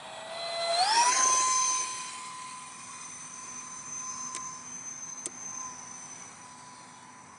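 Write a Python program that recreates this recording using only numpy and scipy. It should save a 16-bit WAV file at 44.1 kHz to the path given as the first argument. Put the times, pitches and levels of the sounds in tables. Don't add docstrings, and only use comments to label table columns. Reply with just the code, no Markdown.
import sys
import numpy as np
from scipy import signal
from scipy.fft import rfft, irfft
from scipy.io import wavfile
from scipy.ndimage import map_coordinates

SR = 44100
rng = np.random.default_rng(int(sys.argv[2]) if len(sys.argv) > 2 else 0)


def digitize_waveform(pressure):
    field = np.atleast_2d(pressure).T
    bounded = np.clip(field, -1, 1)
    quanta = np.round(bounded * 32767).astype(np.int16)
    wavfile.write(sys.argv[1], SR, quanta)


N = 325854
T = np.arange(N) / SR
FREQUENCIES = np.arange(N // 2 + 1) * SR / N


def undb(db):
    return 10 ** (np.asarray(db) / 20)


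def unit(x):
    return x / np.sqrt(np.mean(np.abs(x) ** 2))


def curves(table):
    times, *columns = np.transpose(table)
    return [np.interp(T, times, column) for column in columns]


def bell(x, centre, half_width):
    return np.exp(-((x - centre) / half_width) ** 2)


def beam(lobes, bearing):
    return sum(undb(db) * bell(bearing, centre, width) for centre, width, db in lobes)


def noise(spectrum, band_hz=None, modes=()):
    hz, db = np.transpose(spectrum)
    peaks_db = sum(peak * bell(FREQUENCIES, centre, width) for centre, width, peak in modes)
    gain = undb(np.interp(np.log(FREQUENCIES + 1), np.log(hz), db) + peaks_db)
    inside = (FREQUENCIES > band_hz[0]) & (FREQUENCIES < band_hz[1]) if band_hz else 1
    return irfft(rfft(rng.standard_normal(N)) * gain / np.sqrt(np.mean(gain ** 2 * inside)), N)


def eddies(width_hz):
    white = rng.standard_normal((2, N + SR))
    lowpass = signal.butter(2, width_hz, fs=SR, output="sos")
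    return unit(signal.sosfilt(lowpass, white[0] + 1j * white[1])[SR:])


def drift(rate_hz):
    return unit(eddies(rate_hz).real)


def narrowband(hz, width_hz):
    phase = 2 * np.pi * np.cumsum(hz * np.ones(N)) / SR
    return unit((eddies(width_hz) * np.exp(1j * phase)).real)


def tone(phase, flutter, flutter_hz, skirt_db, skirt_hz):
    envelope = 1 + flutter * eddies(flutter_hz) + undb(skirt_db) * eddies(skirt_hz)
    return np.sqrt(2) * (envelope * np.exp(1j * phase)).real


PASS_S, MISS_M, FLIGHT_M_S = 1.08, 3.337, 8.81
def flight():
    along_m = FLIGHT_M_S * (T - PASS_S)
    return MISS_M / np.hypot(MISS_M, along_m), np.degrees(np.arctan2(MISS_M, -along_m))


# (front until, abeam from, abeam until, rear from, rear until, far from) [s]
VIEW_TIMES = [.68, .96, 1.13, 1.48, 1.95, 2.7]
def aspect():
    return [np.interp(T, VIEW_TIMES, np.repeat(view, 2)[1:-1]) for view in np.eye(4)]


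def turning():
    return bell(T, centre=6.07, half_width=.44)


# (time [s], frequency [Hz])
SHAFT_RATE = [(0.0, 628), (0.06, 641), (0.27, 650), (0.41, 676), (0.74, 677), (0.79, 702), (0.84, 765),
              (0.9, 860), (0.955, 922), (1.1, 1000), (1.15, 1040), (1.29, 1031), (1.7, 1026), (2.0, 1018),
              (2.6, 1016), (3.5, 1022), (4.35, 1031), (4.58, 1025), (4.97, 1036), (5.17, 1032),
              (5.33, 1041), (5.61, 1035), (5.76, 998), (5.9, 1015), (6.05, 1013), (6.43, 997.5),
              (6.85, 999), (7.39, 1006)]
BLADES = 6
def rotor_phase():
    hz, = curves(SHAFT_RATE)
    return 2 * np.pi * np.cumsum(hz * (1 + .001 * drift(rate_hz=12))) / SR


# (time [s], level [dB])
SHAFT_LEVEL = [(0.0, -46), (0.35, -33.5), (0.7, -27.5), (0.82, -24), (0.88, -28.5), (0.99, -21.5),
               (1.08, -24.5), (1.3, -25.5), (1.55, -24.5), (2.09, -35), (2.51, -30.5), (2.8, -39),
               (3.08, -38), (3.19, -48), (3.35, -35.5), (3.75, -30.5), (3.9, -38), (4.07, -26),
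               (4.48, -22.5), (4.78, -47), (5.08, -35.5), (5.41, -39), (5.65, -19.5), (5.76, -29),
               (6.3, -39), (6.45, -28.5), (7.39, -32.5)]
# (bearing [deg], half-width [deg], level [dB])
ECHO_LOBES = [(75, 25, -4)]
NULL_DEG, NULL_WIDTH_DEG = 100.2, 6.4
BEAT_HZ, IN_PHASE_S = 10.4, .998
def shaft_tone(phase, near, bearing):
    level_db, = curves(SHAFT_LEVEL)
    direct = np.tanh((NULL_DEG - bearing) / NULL_WIDTH_DEG)
    echo = near * beam(ECHO_LOBES, bearing) * np.exp(2j * np.pi * BEAT_HZ * (T - IN_PHASE_S))
    line = tone(phase, flutter=.22, flutter_hz=22, skirt_db=-26, skirt_hz=106)
    return undb(level_db) * np.abs(direct + echo) * line


# (time [s], level [dB])
BLADE_LEVEL = [(0.0, -49.5), (0.29, -47.5), (0.35, -41), (0.45, -33), (0.7, -33.5), (0.79, -28.5),
               (0.88, -35), (1.15, -32), (1.23, -26.5), (1.35, -27.5), (1.8, -24.5), (1.86, -35.5),
               (2.04, -36), (2.2, -59), (2.59, -47), (3.06, -32.5), (3.5, -27), (3.86, -29), (3.93, -19.5),
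               (4.6, -25.5), (4.9, -20.5), (5.25, -22.5), (5.3, -31.5), (5.38, -21), (5.63, -18),
               (5.72, -25.5), (6.0, -26.5), (6.23, -25), (6.29, -34.5), (7.39, -39)]
def blade_tone(phase, near, abeam):
    level_db, = curves(BLADE_LEVEL)
    skirt_db = -8.5 - 5 * near + 6 * turning()
    flutter = .38 + .45 * turning() + .5 * abeam
    return undb(level_db) * tone(BLADES * phase, flutter, flutter_hz=36, skirt_db=skirt_db, skirt_hz=125)


# (shaft multiple, relative level [dB], width [Hz])
RASP_SIDEBANDS = [(5, -14, 220), (8, -19, 70)]
def blade_rasp(phase, front):
    shaft_db, blade_db = curves(SHAFT_LEVEL) + curves(BLADE_LEVEL)
    level_db = -6.5 + .55 * shaft_db + .47 * blade_db - 5 * front
    centre = .55 * eddies(width_hz=300) * np.exp(1j * BLADES * phase)
    sidebands = sum(undb(db) * eddies(width) * np.exp(1j * k * phase) for k, db, width in RASP_SIDEBANDS)
    rasp = unit((centre + sidebands).real)
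    return undb(level_db) * multipath(rasp, depth_db=4.8, band_hz=130, hold_s=.08)


# (shaft multiple, bearing [deg], half-width [deg], level [dB])
HARMONIC_LOBES = [(2, 43, 6, -45), (2, 76, 28, -38.5), (2, 139, 11, -42.5), (3, 40, 16, -40),
                  (3, 151, 11, -52), (4, 55, 22, -50), (12, 22.5, 3.5, -50), (12, 53, 6, -41)]
def harmonics(phase, bearing):
    return sum(beam([lobe], bearing)
               * tone(k * phase, flutter=.3, flutter_hz=20, skirt_db=-18, skirt_hz=100)
               for k, *lobe in HARMONIC_LOBES)


# (frequency [Hz], relative level [dB])
ROAR_FRONT = [(50, -17), (120, -28), (350, -14), (800, 3), (1400, -5.5), (2150, -15.5), (2550, -4),
              (2900, -17), (3400, 0), (3750, -17.5), (4250, -9.5), (4900, -23), (7000, -23), (10000, -15.5)]
ROAR_ABEAM = [(50, -27), (100, -10), (220, -5.5), (370, -4.5), (750, 6), (1200, -0.5), (1700, 6.5),
              (2300, 2), (2900, -4.5), (3700, -15), (4500, -1.5), (5300, 2), (6500, -10), (7600, -10),
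              (10000, -3.5)]
ROAR_REAR = [(120, -28), (260, -18), (380, -0.5), (560, -9.5), (750, 2.5), (1000, 1.5), (1500, -5),
             (2100, 5.5), (2800, -2.5), (3600, -7), (4000, -1.5), (4800, 2.5), (5400, -7), (7000, -20),
             (10000, -3)]
ROAR_FAR = [(70, -13), (170, 4), (550, -15.5), (1100, 15), (1500, -4), (2100, 7.5), (2900, -1.5),
            (3700, -0.5), (4500, -0.5), (5400, -7), (6500, -15.5), (7300, -15), (10000, -83)]
# (frequency [Hz], half-width [Hz], boost [dB])
DUCT_MODES = [(1590, 84, 4), (2490, 74, 6), (3107, 110, 11.5), (3364, 92, 9), (4050, 197, 10.5),
              (4310, 62, 6.5), (4830, 47, 3)]
# (front [dB], abeam [dB], rear [dB], far [dB])
ROAR_LEVELS = [-39.5, -33, -35, -39.5]
def duct_roar(views):
    band_hz = (1300, 4800)
    roars = [noise(ROAR_FRONT, band_hz), noise(ROAR_ABEAM, band_hz, DUCT_MODES),
             noise(ROAR_REAR, band_hz, DUCT_MODES), noise(ROAR_FAR, band_hz)]
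    level_db = np.dot(ROAR_LEVELS, views) + 4.5 * turning()
    return undb(level_db) * sum(np.sqrt(share) * roar for share, roar in zip(views, roars))


# (frequency [Hz], relative level [dB])
HISS_SPECTRUM = [(3000, -16.5), (6000, 0), (7200, 3), (8000, 4.5), (9300, 8), (9900, -2), (10400, -2),
                 (10700, -2.5), (11300, -5)]
# (front [dB], abeam [dB], rear [dB], far [dB])
HISS_LEVELS = [-33.5, -35.5, -34.5, -38.5]
# (time [s], gain [dB])
HISS_BANKING = [(2.5, -1.5), (3.1, 3), (3.7, 2.5), (4.1, 0.5), (4.8, 1.5), (5.05, -1.5), (5.5, -0.5),
                (6.05, 5.5), (6.45, 4), (6.8, 4.5), (7.39, 0.5)]
def nozzle_hiss(views, near):
    level_db = np.dot(HISS_LEVELS, views) + curves(HISS_BANKING)[0]
    shadow = np.where(T < PASS_S, near ** 2.75, 1)
    return noise(HISS_SPECTRUM, band_hz=(7400, 10000)) * shadow * undb(level_db)


def multipath(x, depth_db, band_hz, hold_s):
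    size = 1024
    hz, times, spectra = signal.stft(x, SR, nperseg=size)
    cells = np.meshgrid(hz / band_hz, times / hold_s, indexing="ij")
    fading = map_coordinates(rng.standard_normal((size // 2, size // 8)), cells, mode="wrap")
    return signal.istft(spectra * unit(undb(depth_db * fading)), SR)[1][:N]


# (time [s], elevation [deg])
ELEVATION = [(1.4, 0), (2.0, 7), (3.0, 17), (4.7, 28), (6.0, 20), (7.39, 11)]
HEIGHT_M, SOUND_M_S = 1.35, 343
def over_grass(x, near, reflection):
    distance_m = MISS_M / near
    elevation, = curves(ELEVATION)
    detour_m = np.hypot(distance_m, 2 * HEIGHT_M) - distance_m
    detour_m += 2 * HEIGHT_M * np.sin(np.radians(elevation))
    reflected = map_coordinates(x, [(T - detour_m / SOUND_M_S) * SR], order=3, mode="nearest")
    return (x + reflection * reflected) / np.hypot(1, reflection)


# (frequency [Hz], relative level [dB])
COUNTRY_SPECTRUM = [(25, -68), (55, -13.5), (100, -1), (170, 3.5), (320, -3), (550, -7.5), (850, -4),
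                    (1300, -4), (2300, -6), (2900, -24), (6000, -33), (11000, -77)]
# (time [s], level [dB])
COUNTRY_LEVEL = [(0, -53.5), (2.4, -55.5), (3.6, -52), (5.7, -52), (7.39, -54.5)]
HUM_LEVEL = [(0, -73.5), (2.2, -66), (4.3, -58.5), (5.6, -60), (7.39, -66)]
def countryside(hum_hz=247.7):
    hum_db, country_db = curves(HUM_LEVEL) + curves(COUNTRY_LEVEL)
    hum = tone(2 * np.pi * hum_hz * T, flutter=.4, flutter_hz=3, skirt_db=-12, skirt_hz=15)
    swell_db = .5 * drift(rate_hz=2)
    return noise(COUNTRY_SPECTRUM) * undb(country_db + swell_db) + hum * undb(hum_db)


# (frequency [Hz], half-width [Hz], bearing [deg], half-width [deg], level [dB])
BAND_LOBES = [(2590, 100, 78, 3.8, -40), (3420, 160, 71, 20, -40), (1546, 69, 109, 11, -37),
              (1930, 120, 104, 8, -37), (7000, 670, 136.3, 9.2, -32.5), (2455, 23.5, 161.6, 16.5, -42.5)]
def passing_bands(bearing):
    return sum(narrowband(hz, width) * beam([lobe], bearing) for hz, width, *lobe in BAND_LOBES)


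# (frequency [Hz], relative level [dB])
PLUME_SPECTRUM = [(60, -25), (120, -11), (250, -6), (340, 4), (430, 0.5), (600, 0), (900, -5), (2500, -38)]
# (bearing [deg], half-width [deg], level [dB])
PLUME_LOBES = [(125, 34, -50.5)]
# (time [s], level relative to the steady rumble [dB])
PUFFS = [(0.995, 21), (1.195, 11), (1.255, 12), (1.298, 12), (1.348, 11), (1.408, 8), (1.485, 10.5),
         (1.715, 14), (1.81, 17)]
def plume(bearing):
    puffs = sum(undb(db) * bell(T, time, half_width=.011) for time, db in PUFFS)
    return noise(PLUME_SPECTRUM) * beam(PLUME_LOBES, bearing) * (1 + puffs)


# (delay [s], relative level [dB])
TREE_ECHOES = [(.07, -23.5), (.19, -12)]
def across_field(x, near):
    shimmer = unit(undb(1.1 * (1 - near) * drift(rate_hz=16)))
    distant = x * (1 - near) ** 2
    echoes = sum(undb(db) * np.roll(distant, int(delay * SR)) * (T > PASS_S + delay)
                 for delay, db in TREE_ECHOES)
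    return x * shimmer + echoes


# (time [s], centre frequency [Hz], level before spreading loss [dB])
ROAR_HUMP = [(1.8, 1200, -76), (2.7, 1190, -55), (3.6, 1162, -42.5), (4.3, 1079, -31.5), (4.9, 957, -41),
             (5.7, 868, -32.5), (6.3, 858.4, -35), (7.39, 928, -30.5)]
def departing_roar():
    hz, level_db = curves(ROAR_HUMP)
    return narrowband(hz, width_hz=118) * undb(level_db)


# (shaft multiple, time [s], half-width [s], level [dB])
SIDE_TONES = [(4, 3.62, .15, -52), (7, 4.1, .45, -38), (4, 4.17, .16, -46), (5, 4.2, .17, -43),
              (3, 4.72, .12, -45), (4, 5.14, .09, -44)]
def side_tones(phase):
    flicker = eddies(width_hz=28)
    tones = np.zeros(N)
    for k, time, width, db in SIDE_TONES:
        line = unit((np.roll(flicker, k * SR) * np.exp(1j * k * phase)).real)
        tones += undb(db) * bell(T, time, width) * line
    return tones


# (time [s], half-width [s], frequency [Hz], half-width [Hz], level before spreading loss [dB])
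SWISHES = [(4.17, 0.17, 5370, 330, -37), (4.549, 0.082, 5530, 300, -39), (4.98, 0.14, 5430, 140, -41),
           (5.699, 0.26, 5500, 130, -39), (6.15, 0.24, 5340, 140, -58), (6.751, 0.36, 4280, 650, -37)]
def swishes(fall_hz_per_s=700):
    return sum(undb(db) * bell(T, time, width_s) * narrowband(hz - fall_hz_per_s * (T - time), width_hz)
               for time, width_s, hz, width_hz, db in SWISHES)


# (time [s], click level [dB], click decay [s], case level [dB], knock level [dB])
IMPACTS = [(4.3492, -19, 0.0013, -44, -35), (4.3626, -28, 0.0015, -54, -36),
           (4.3642, -31, 0.0025, -44, -31), (5.258, -19, 0.0022, -67, -40), (5.262, -29, 0.0034, -45, -49),
           (5.2658, -48, 0.0042, -34.5, -43)]
# (frequency [Hz], relative level [dB])
CLICK_SPECTRUM = [(300, -38), (1500, -19), (3600, -9.5), (4700, -15), (6500, -0.5), (8000, 2), (9400, 0),
                  (10000, -18), (11500, -8.5)]
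KNOCK_SPECTRUM = [(200, -24), (700, -23), (1500, -8), (2100, 1), (2700, -11), (5000, -5), (10000, -18)]
# (frequency [Hz], relative level [dB], 60 dB decay time [s])
CASE_MODES = [(354, 5.5, 0.057), (442, -6, 0.094), (623, 1, 0.029), (1230, -3.5, 0.045)]
def switch(contact_s=.00015, rise_s=.0012, knock_decay_s=.005):
    snaps, click, knock = np.zeros(N), noise(CLICK_SPECTRUM), noise(KNOCK_SPECTRUM)
    t = T[:SR // 10]
    sharp_rise, soft_rise = 1 - np.exp(-t / contact_s), 1 - np.exp(-t / rise_s)
    ring = sum(undb(db - 60 * t / t60) * np.sin(2 * np.pi * hz * t) for hz, db, t60 in CASE_MODES)
    for time, click_db, decay_s, case_db, knock_db in IMPACTS:
        span = slice(int(time * SR), int(time * SR) + len(t))
        snaps[span] += undb(click_db) * sharp_rise * np.exp(-t / decay_s) * click[span]
        snaps[span] += undb(knock_db) * soft_rise * np.exp(-t / knock_decay_s) * knock[span]
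        snaps[span] += undb(case_db) * soft_rise * ring
    return snaps


def airflow(views, near, bearing):
    flow = duct_roar(views) + passing_bands(bearing)
    gusts = undb(.7 * drift(rate_hz=12))
    rush = (flow + nozzle_hiss(views, near)) * gusts + swishes()
    front = views[0]
    rush = front * rush + (1 - front) * multipath(rush, depth_db=3.4, band_hz=100, hold_s=.15)
    churn = near * (1 - front)
    return (1 - churn) * rush + churn * multipath(rush, depth_db=2.6, band_hz=220, hold_s=.045)


def scene():
    views = aspect()
    front, abeam = views[:2]
    near, bearing = flight()
    phase = rotor_phase()
    shaft = shaft_tone(phase, near, bearing)
    whine = blade_tone(phase, near, abeam) + blade_rasp(phase, front)
    shaft += harmonics(phase, bearing)
    whine += side_tones(phase)
    rush = airflow(views, near, bearing)
    whine = over_grass(across_field(whine, near), near, reflection=.45 * near)
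    rush = over_grass(rush, near, reflection=.12 + .15 * near)
    jet = shaft + whine + rush + plume(bearing) + departing_roar()
    return (near * jet + countryside() + switch())[None]


# (frequency [Hz], gain [dB])
MIC_RESPONSE = [(20, -8), (50, -6.5), (90, -1.5), (9500, -0.5), (9850, -4.5), (11200, -14)]
def record(dry, cutoff_hz=11200):
    response = undb(np.interp(FREQUENCIES, *np.transpose(MIC_RESPONSE)))
    lowpass = signal.ellip(10, .2, 70, cutoff_hz, fs=SR, output="sos")
    return signal.sosfilt(lowpass, irfft(rfft(dry) * response, N))


dry = scene()
out = record(dry)
digitize_waveform(out)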